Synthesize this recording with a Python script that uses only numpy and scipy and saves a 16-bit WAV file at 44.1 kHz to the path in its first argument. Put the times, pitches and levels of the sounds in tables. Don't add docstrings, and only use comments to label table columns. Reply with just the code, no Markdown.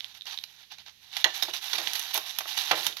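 import sys
import numpy as np
from scipy import signal
from scipy.fft import rfft, irfft
from scipy.io import wavfile

SR = 44100
rng = np.random.default_rng(int(sys.argv[2]) if len(sys.argv) > 2 else 0)


def int16_out(signal):
    q = np.round(np.clip(np.atleast_2d(signal).T, -1, 1) * 32767)
    wavfile.write(sys.argv[1], SR, q.astype(np.int16))


N = 132300
HZ = np.fft.rfftfreq(4096, 1 / SR)
T = np.arange(SR // 4) / SR

# (start [s], length [s], level [dB], treble [dB])
SHUFFLE_EVENTS = [(0, 0.11, -49, -3), (0.139, 0.038, -44.5, -4.5), (0.258, 0.083, -35.5, -6.5),
                  (0.343, 0.1, -55, 6), (0.47, 0.095, -52, -2), (.577, 0.06, -49, -6),
                  (0.702, 0.034, -41, -14), (0.776, 0.037, -46.5, -11), (0.858, 0.038, -44.5, -10),
                  (1.01, 0.12, -52, -2), (1.118, 0.049, -37.5, -6.5), (1.152, 0.067, -35.5, -2.5),
                  (1.259, 0.094, -41, -6), (1.338, 0.039, -29.5, -2), (1.384, 0.12, -35.5, -3),
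                  (1.53, 0.047, -31.5, 0), (1.613, 0.13, -32.5, -1), (1.744, 0.18, -32, -1),
                  (1.939, 0.11, -32.5, 1.5), (2.051, 0.072, -34.5, -1.5), (2.134, 0.036, -25, 1.5),
                  (2.186, 0.09, -40, -6), (2.257, 0.053, -33, -1), (2.318, 0.16, -40, -3),
                  (2.47, 0.087, -32.5, 0), (2.564, 0.052, -26, -1), (2.617, .12, -31.5, -2),
                  (2.746, 0.135, -30, 1), (2.89, 0.038, -37.5, -8), (2.967, 0.025, -39, -3)]
SHUFFLE_RISE_S, SHUFFLE_LEAD_S, SHUFFLE_FALL_S = 0.022, 0.012, 0.013
LUMP_RANGE_DB, LUMP_STEP_S = 3, 0.00697
GRAINS_PER_S, GRAIN_SPREAD_DB = 6000, 2.5
PELLETS_PER_S, PELLET_DB, PELLET_DECAY_CYCLES = 330, -8.5, 3.5
PELLET_LOW_HZ, PELLET_HIGH_HZ, PELLET_SIZES = 1413, 12270, 10

# (time [s], level [dB], decay [s], treble [dB])
CRUNCH_EVENTS = [(0.255, -30.5, 0.0019, -6), (0.268, -28, 0.0012, -9), (.328, -28, 0.0017, -8),
                 (.720, -33, 0.0036, -6), (.784, -34, 0.0019, -9), (.862, -37.5, 0.0027, -10),
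                 (.882, -33.5, 0.0018, -9), (1.167, -19.5, 0.0065, -4), (1.424, -18.5, 0.0062, 0.5),
                 (1.433, -19, 0.004, 2.5), (1.536, -23, 0.0089, -5), (1.731, -19, 0.0092, -7.5),
                 (1.754, -20.5, 0.0039, -12), (1.7824, -18.5, 0.0058, -4.5), (1.872, -14, 0.0024, -26),
                 (1.933, -22, 0.0046, 4.5), (1.954, -21, 0.0076, 2.5), (1.9944, -19, 0.0021, 6.5),
                 (2.142, -20.5, 0.0045, 10), (2.176, -19, 0.0034, 7.5), (2.3863, -18.5, 0.004, 7),
                 (2.406, -28, .004, -1), (2.576, -21.5, 0.0067, 0), (2.7136, -12, 0.0045, -6.5),
                 (2.8654, -10.5, 0.0035, 3.5), (2.968, -25.5, 0.0039, -1)]
CRUNCH_RISE_S, CRUNCH_LEAD_S = 0.0019, 0.001
CRUNCH_GRAINS_PER_S, CRUNCH_SPREAD_DB = 14000, 2.5

# (frequency [Hz], gain [dB])
GRAIN_SPECTRUM = [(100, -34), (270, -24.5), (370, -12.5), (550, -16.5), (780, 1), (1100, -2), (16000, -2)]
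TREBLE_FROM_HZ, TREBLE_FULL_HZ = 4700, 11100

# (time [s], level [dB], pitch [Hz], decay [s], lower resonance [dB])
TICK_EVENTS = [(.0068, -24.5, 3380, 0.00031, -8), (0.0445, -21, 3260, 0.00033, -22),
               (.210, -32.5, 3640, 0.00077, -24), (0.2201, -32, 3680, 0.0007, -24),
               (0.3757, -25, 3740, .00073, -22), (.3879, -22.5, 3680, .00044, -9),
               (0.4386, -18, 4450, .00015, -12)]
TICK_SNAP_GAIN, TICK_LOW_HZ, TICK_LOW_DECAY_S, CRUMBS_DB = 0.92, 2650, 0.00044, -14

# (time [s], level [dB], low edge [Hz], high edge [Hz], decay [s])
BUMP_EVENTS = [(1.244, -28.5, 600, 1800, 0.022), (1.257, -26, 565, 1020, 0.016),
               (1.424, -36.5, 300, 1370, 0.022), (1.483, -35.5, 310, 567, 0.013),
               (1.733, -40, 250, 1380, 0.057), (1.783, -36.5, 150, 1300, 0.056),
               (2.147, -36, 450, 1400, 0.041), (2.175, -30, 400, 1120, .01),
               (2.405, -30.5, 750, 1600, 0.0081), (2.456, -37, 800, 1010, 0.0056),
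               (2.711, -18, 330, 1800, 0.016), (2.725, -26, 304, 910, 0.023),
               (2.772, -35.5, 140, 1160, 0.041), (2.865, -41.5, 100, 486, 0.031)]
# (frequency [Hz], level [dB], t60 [s])
TRAY_MODES = [(367.7, -2.5, 0.11), (620.4, -5.5, 0.1), (883, -6.5, 0.059), (986, -4.5, 0.055),
              (1420, -2, 0.061)]
TRAY_RING_DB, TRAY_DETUNE = 2, 0.02
# (frequency [Hz], gain [dB])
THUD_SPECTRUM = [(25, -35), (160, -10.5), (250, -17.5), (360, -1), (520, -4), (800, 1.5), (3000, 0.5),
                 (16000, -33)]

# (frequency [Hz], level [dB], t60 [s])
TREAT_MODES = [(1760, -0.5, 0.065), (1932, -0.5, .07), (2030, -2, .09), (2437, -10.5, 0.056),
               (2770, 0, 0.035), (3033, -3.5, 0.046), (3400, -1.5, 0.043), (4241, -0.5, 0.037),
               (6590, 0, 0.027)]
KNOCK_S, KNOCK_DB = 1.2428, -21.5
CRACK_DB, CRACK_TREBLE_DB = -9.5, -2.0
CRACK_DECAY_S = 0.0039
CHATTER_DB = -3.5
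TREAT_LOW_HZ = 500
# (time [s], level [dB])
CLINK_EVENTS = [(1.424, -27.5), (1.556, -44)]
# (frequency [Hz], level [dB], t60 [s])
GLASS_MODES = [(3737, -4.5, 0.055), (5230, 2, 0.055), (7950, -5, .08), (12890, -10, .07), (13930, -2, .06)]

BOX_DB, BOX_T60_S = -15, 0.048
ROOM_DB, ROOM_T60_S = -11.5, 0.34
APART_HZ, ECHO_DELAY_S = 1430, 0.001

# (frequency [Hz], relative density [dB])
AMBIENCE_SPECTRUM = [(45, -13), (85, 2), (300, -11.5), (800, -17), (2000, -7.5), (16000, -9.5)]
AMBIENCE_DB, AMBIENCE_SIDE_GAIN = -61, 0.81

# (frequency [Hz], shared gain [dB], own gain [dB])
LEFT_SHADE = [(402, -4, -12), (1020, -1.5, -5.5), (3000, -3, -0.5), (16000, -11.5, -3.5)]
# (frequency [Hz], left gain [dB], right gain [dB])
PORT_SPECTRA = [(298, 0, -1), (975, -2.5, -1), (1340, -8, -1.5), (1830, -3, 5), (2070, -11, 2.5),
                (2620, -9, 6.5), (3290, -14.5, 10.5), (3820, -13.5, 13.5), (4800, -15, 5), (6270, -12, 5),
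                (7310, -11.5, -10), (8580, -11.5, -19), (9730, -18.5, -8.5), (12200, -13, 2),
                (14170, -13, -7.5), (16000, -15, -25)]
OVERLOAD, EDGE_HZ = 0.98, 16100


def amp(db):
    return 10 ** (np.asarray(db) / 20)


def unit(x):
    return x / np.sqrt(np.mean(x ** 2) + 1e-20)


def read(points, hz, axis=1):
    table = np.transpose(points)
    return np.interp(np.log(hz + 1), np.log(table[0] + 1), table[axis])


def add(mix, start_s, sound):
    part = mix[max(round(start_s * SR), 0):][:len(sound)]
    part += sound[:len(part)]


def colour(x, gain_db):
    cepstrum = irfft(np.log(amp(gain_db)))
    cepstrum[1:len(HZ) - 1] *= 2
    cepstrum[len(HZ):] = 0
    impulse = irfft(np.exp(rfft(cepstrum)))[:len(HZ)]
    return signal.fftconvolve(x, impulse)[:len(x)]


def bedding():
    out = np.zeros(N)
    for start_s, length_s, db, treble_db in SHUFFLE_EVENTS:
        rustle = colour(shuffle(length_s), grain_colour(treble_db))
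        add(out, start_s - SHUFFLE_LEAD_S, amp(db) * rustle)
    for time_s, db, decay_s, treble_db in CRUNCH_EVENTS:
        crunch = burst(decay_s) * grains(CRUNCH_GRAINS_PER_S, CRUNCH_SPREAD_DB)
        add(out, time_s - CRUNCH_LEAD_S, amp(db) * colour(crunch, grain_colour(treble_db)))
    return out


def shuffle(length_s):
    rise = np.minimum(T / SHUFFLE_RISE_S, 1) ** 2
    fall = np.exp(-np.maximum(T - SHUFFLE_LEAD_S - length_s, 0) / SHUFFLE_FALL_S)
    lumps = np.interp(T / LUMP_STEP_S, np.arange(len(T)), rng.uniform(-1, 1, len(T)))
    rub = unit(amp(LUMP_RANGE_DB * lumps)) * grains(GRAINS_PER_S, GRAIN_SPREAD_DB)
    return rise * fall * unit(rub + amp(PELLET_DB) * pellets())


def pellets():
    out = np.zeros(len(T))
    for hz in np.geomspace(PELLET_LOW_HZ, PELLET_HIGH_HZ, num=PELLET_SIZES):
        chance, size = rng.random((2, len(T)))
        hit = chance < PELLETS_PER_S / PELLET_SIZES / SR
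        snaps = hit * (0.5 + size ** 2) * hz
        pole = np.exp((2j * np.pi - 1 / PELLET_DECAY_CYCLES) * hz / SR)
        out += signal.lfilter([1], [1, -pole], snaps + 1e-9).imag
    return unit(out)


def grains(per_s, spread_db):
    chance, size, sign = rng.random((3, len(T)))
    size = np.minimum(-np.log(1 - size), 5)
    return unit((chance < per_s / SR) * np.sign(sign - 0.5) * amp(spread_db * size))


def grain_colour(treble_db):
    shelf = [(TREBLE_FROM_HZ, 0), (TREBLE_FULL_HZ, treble_db)]
    return read(GRAIN_SPECTRUM, HZ) + read(shelf, HZ)


def burst(decay_s):
    rise = np.minimum(T / CRUNCH_RISE_S, 1) ** 2
    return rise * np.exp(-np.maximum(T - CRUNCH_RISE_S, 0) / decay_s)


def ticks():
    out = np.zeros(N)
    for time_s, db, hz, decay_s, low_db in TICK_EVENTS:
        tick = np.exp(-T / decay_s) * np.cos(2 * np.pi * hz * T)
        low = np.exp(-T / TICK_LOW_DECAY_S) * np.cos(2 * np.pi * TICK_LOW_HZ * T)
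        tick += amp(low_db) * low
        tick[0] *= 0.5
        tick[:2] += TICK_SNAP_GAIN * np.array([0.5, -0.5])
        clicks = colour(grains(GRAINS_PER_S, GRAIN_SPREAD_DB), read(GRAIN_SPECTRUM, HZ))
        crumbs = np.exp(-T / CRACK_DECAY_S) * clicks
        add(out, time_s, amp(db) * (tick + amp(CRUMBS_DB) * crumbs))
    return out


def tray():
    out = np.zeros(N)
    for time_s, db, low_hz, high_hz, decay_s in BUMP_EVENTS:
        shifts = 1 + TRAY_DETUNE * rng.uniform(-0.86, 1, len(TRAY_MODES))
        shifted = [(hz * shift, mode_db, t60_s) for (hz, mode_db, t60_s), shift in zip(TRAY_MODES, shifts)]
        modes = ring(shifted)
        high_loss = 1 + (HZ / high_hz) ** 4
        low_loss = 1 + (low_hz / (HZ + 60)) ** 4
        shape_db = read(THUD_SPECTRUM, HZ) - 10 * np.log10(high_loss * low_loss)
        force = burst(decay_s) * grains(CRUNCH_GRAINS_PER_S, CRUNCH_SPREAD_DB)
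        blow = colour(force, shape_db) / np.sqrt(np.mean(amp(shape_db) ** 2))
        rung = signal.fftconvolve(blow, modes / abs(rfft(modes)).max())[:len(T)]
        add(out, time_s - CRUNCH_LEAD_S, amp(db) * (blow + amp(TRAY_RING_DB) * rung))
    return out


def treat():
    out = np.zeros(N)
    clicks = colour(grains(CRUNCH_GRAINS_PER_S, CRUNCH_SPREAD_DB), grain_colour(CRACK_TREBLE_DB))
    crack = np.exp(-T / CRACK_DECAY_S) * clicks
    add(out, KNOCK_S, amp(KNOCK_DB) * strike(TREAT_MODES) + amp(CRACK_DB) * crack)
    for time_s, db in CLINK_EVENTS:
        add(out, time_s, amp(db) * strike(GLASS_MODES))
    return signal.lfilter(*signal.butter(3, TREAT_LOW_HZ, "high", fs=SR), out)


def strike(modes):
    chatter = np.exp(-T / CRACK_DECAY_S) * grains(GRAINS_PER_S, GRAIN_SPREAD_DB)
    force = amp(CHATTER_DB) * chatter / np.linalg.norm(chatter)
    force[0] += 1
    return signal.fftconvolve(force, ring(modes))[:len(T)]


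def ring(modes):
    out = np.zeros(len(T))
    for k, (hz, db, t60_s) in enumerate(modes):
        out += (-1) ** k * amp(db - 60 * T / t60_s) * np.sin(2 * np.pi * hz * T)
    return out


def echoes(x, t60_s):
    decay = amp(-60 * T / t60_s) * (T > ECHO_DELAY_S)
    shared, apart = rng.standard_normal((2, len(T))) * decay
    side = signal.lfilter(*signal.butter(1, APART_HZ, "high", fs=SR), apart)
    tail = np.array([shared + side, shared - side])
    return signal.fftconvolve(x[None], tail / np.linalg.norm(tail[0]), axes=1)[:, :N]


def ambience():
    spectrum_db = read(AMBIENCE_SPECTRUM, HZ)
    mid, side = (unit(colour(noise, spectrum_db)) for noise in rng.standard_normal((2, N)))
    side = AMBIENCE_SIDE_GAIN * side
    return amp(AMBIENCE_DB) * np.array([mid + side, mid - side])


def scene():
    dry = bedding() + ticks() + tray() + treat()
    box = amp(BOX_DB) * echoes(dry, BOX_T60_S)
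    room = amp(ROOM_DB) * echoes(dry, ROOM_T60_S)
    shared = colour(dry, read(LEFT_SHADE, HZ, axis=1))
    own = colour(bedding() + tray(), read(LEFT_SHADE, HZ, axis=2))
    return np.array([shared + own, dry]) + box + room + ambience()


def record(dry):
    left = colour(dry[0], read(PORT_SPECTRA, HZ, axis=1))
    right = colour(dry[1], read(PORT_SPECTRA, HZ, axis=2))
    heard = np.clip(np.array([left, right]), -OVERLOAD, OVERLOAD)
    lowpass = signal.firwin(255, EDGE_HZ, window=("kaiser", 9), fs=SR)
    return signal.oaconvolve(heard, lowpass[None], "same")


dry = scene()
out = record(dry)
int16_out(out)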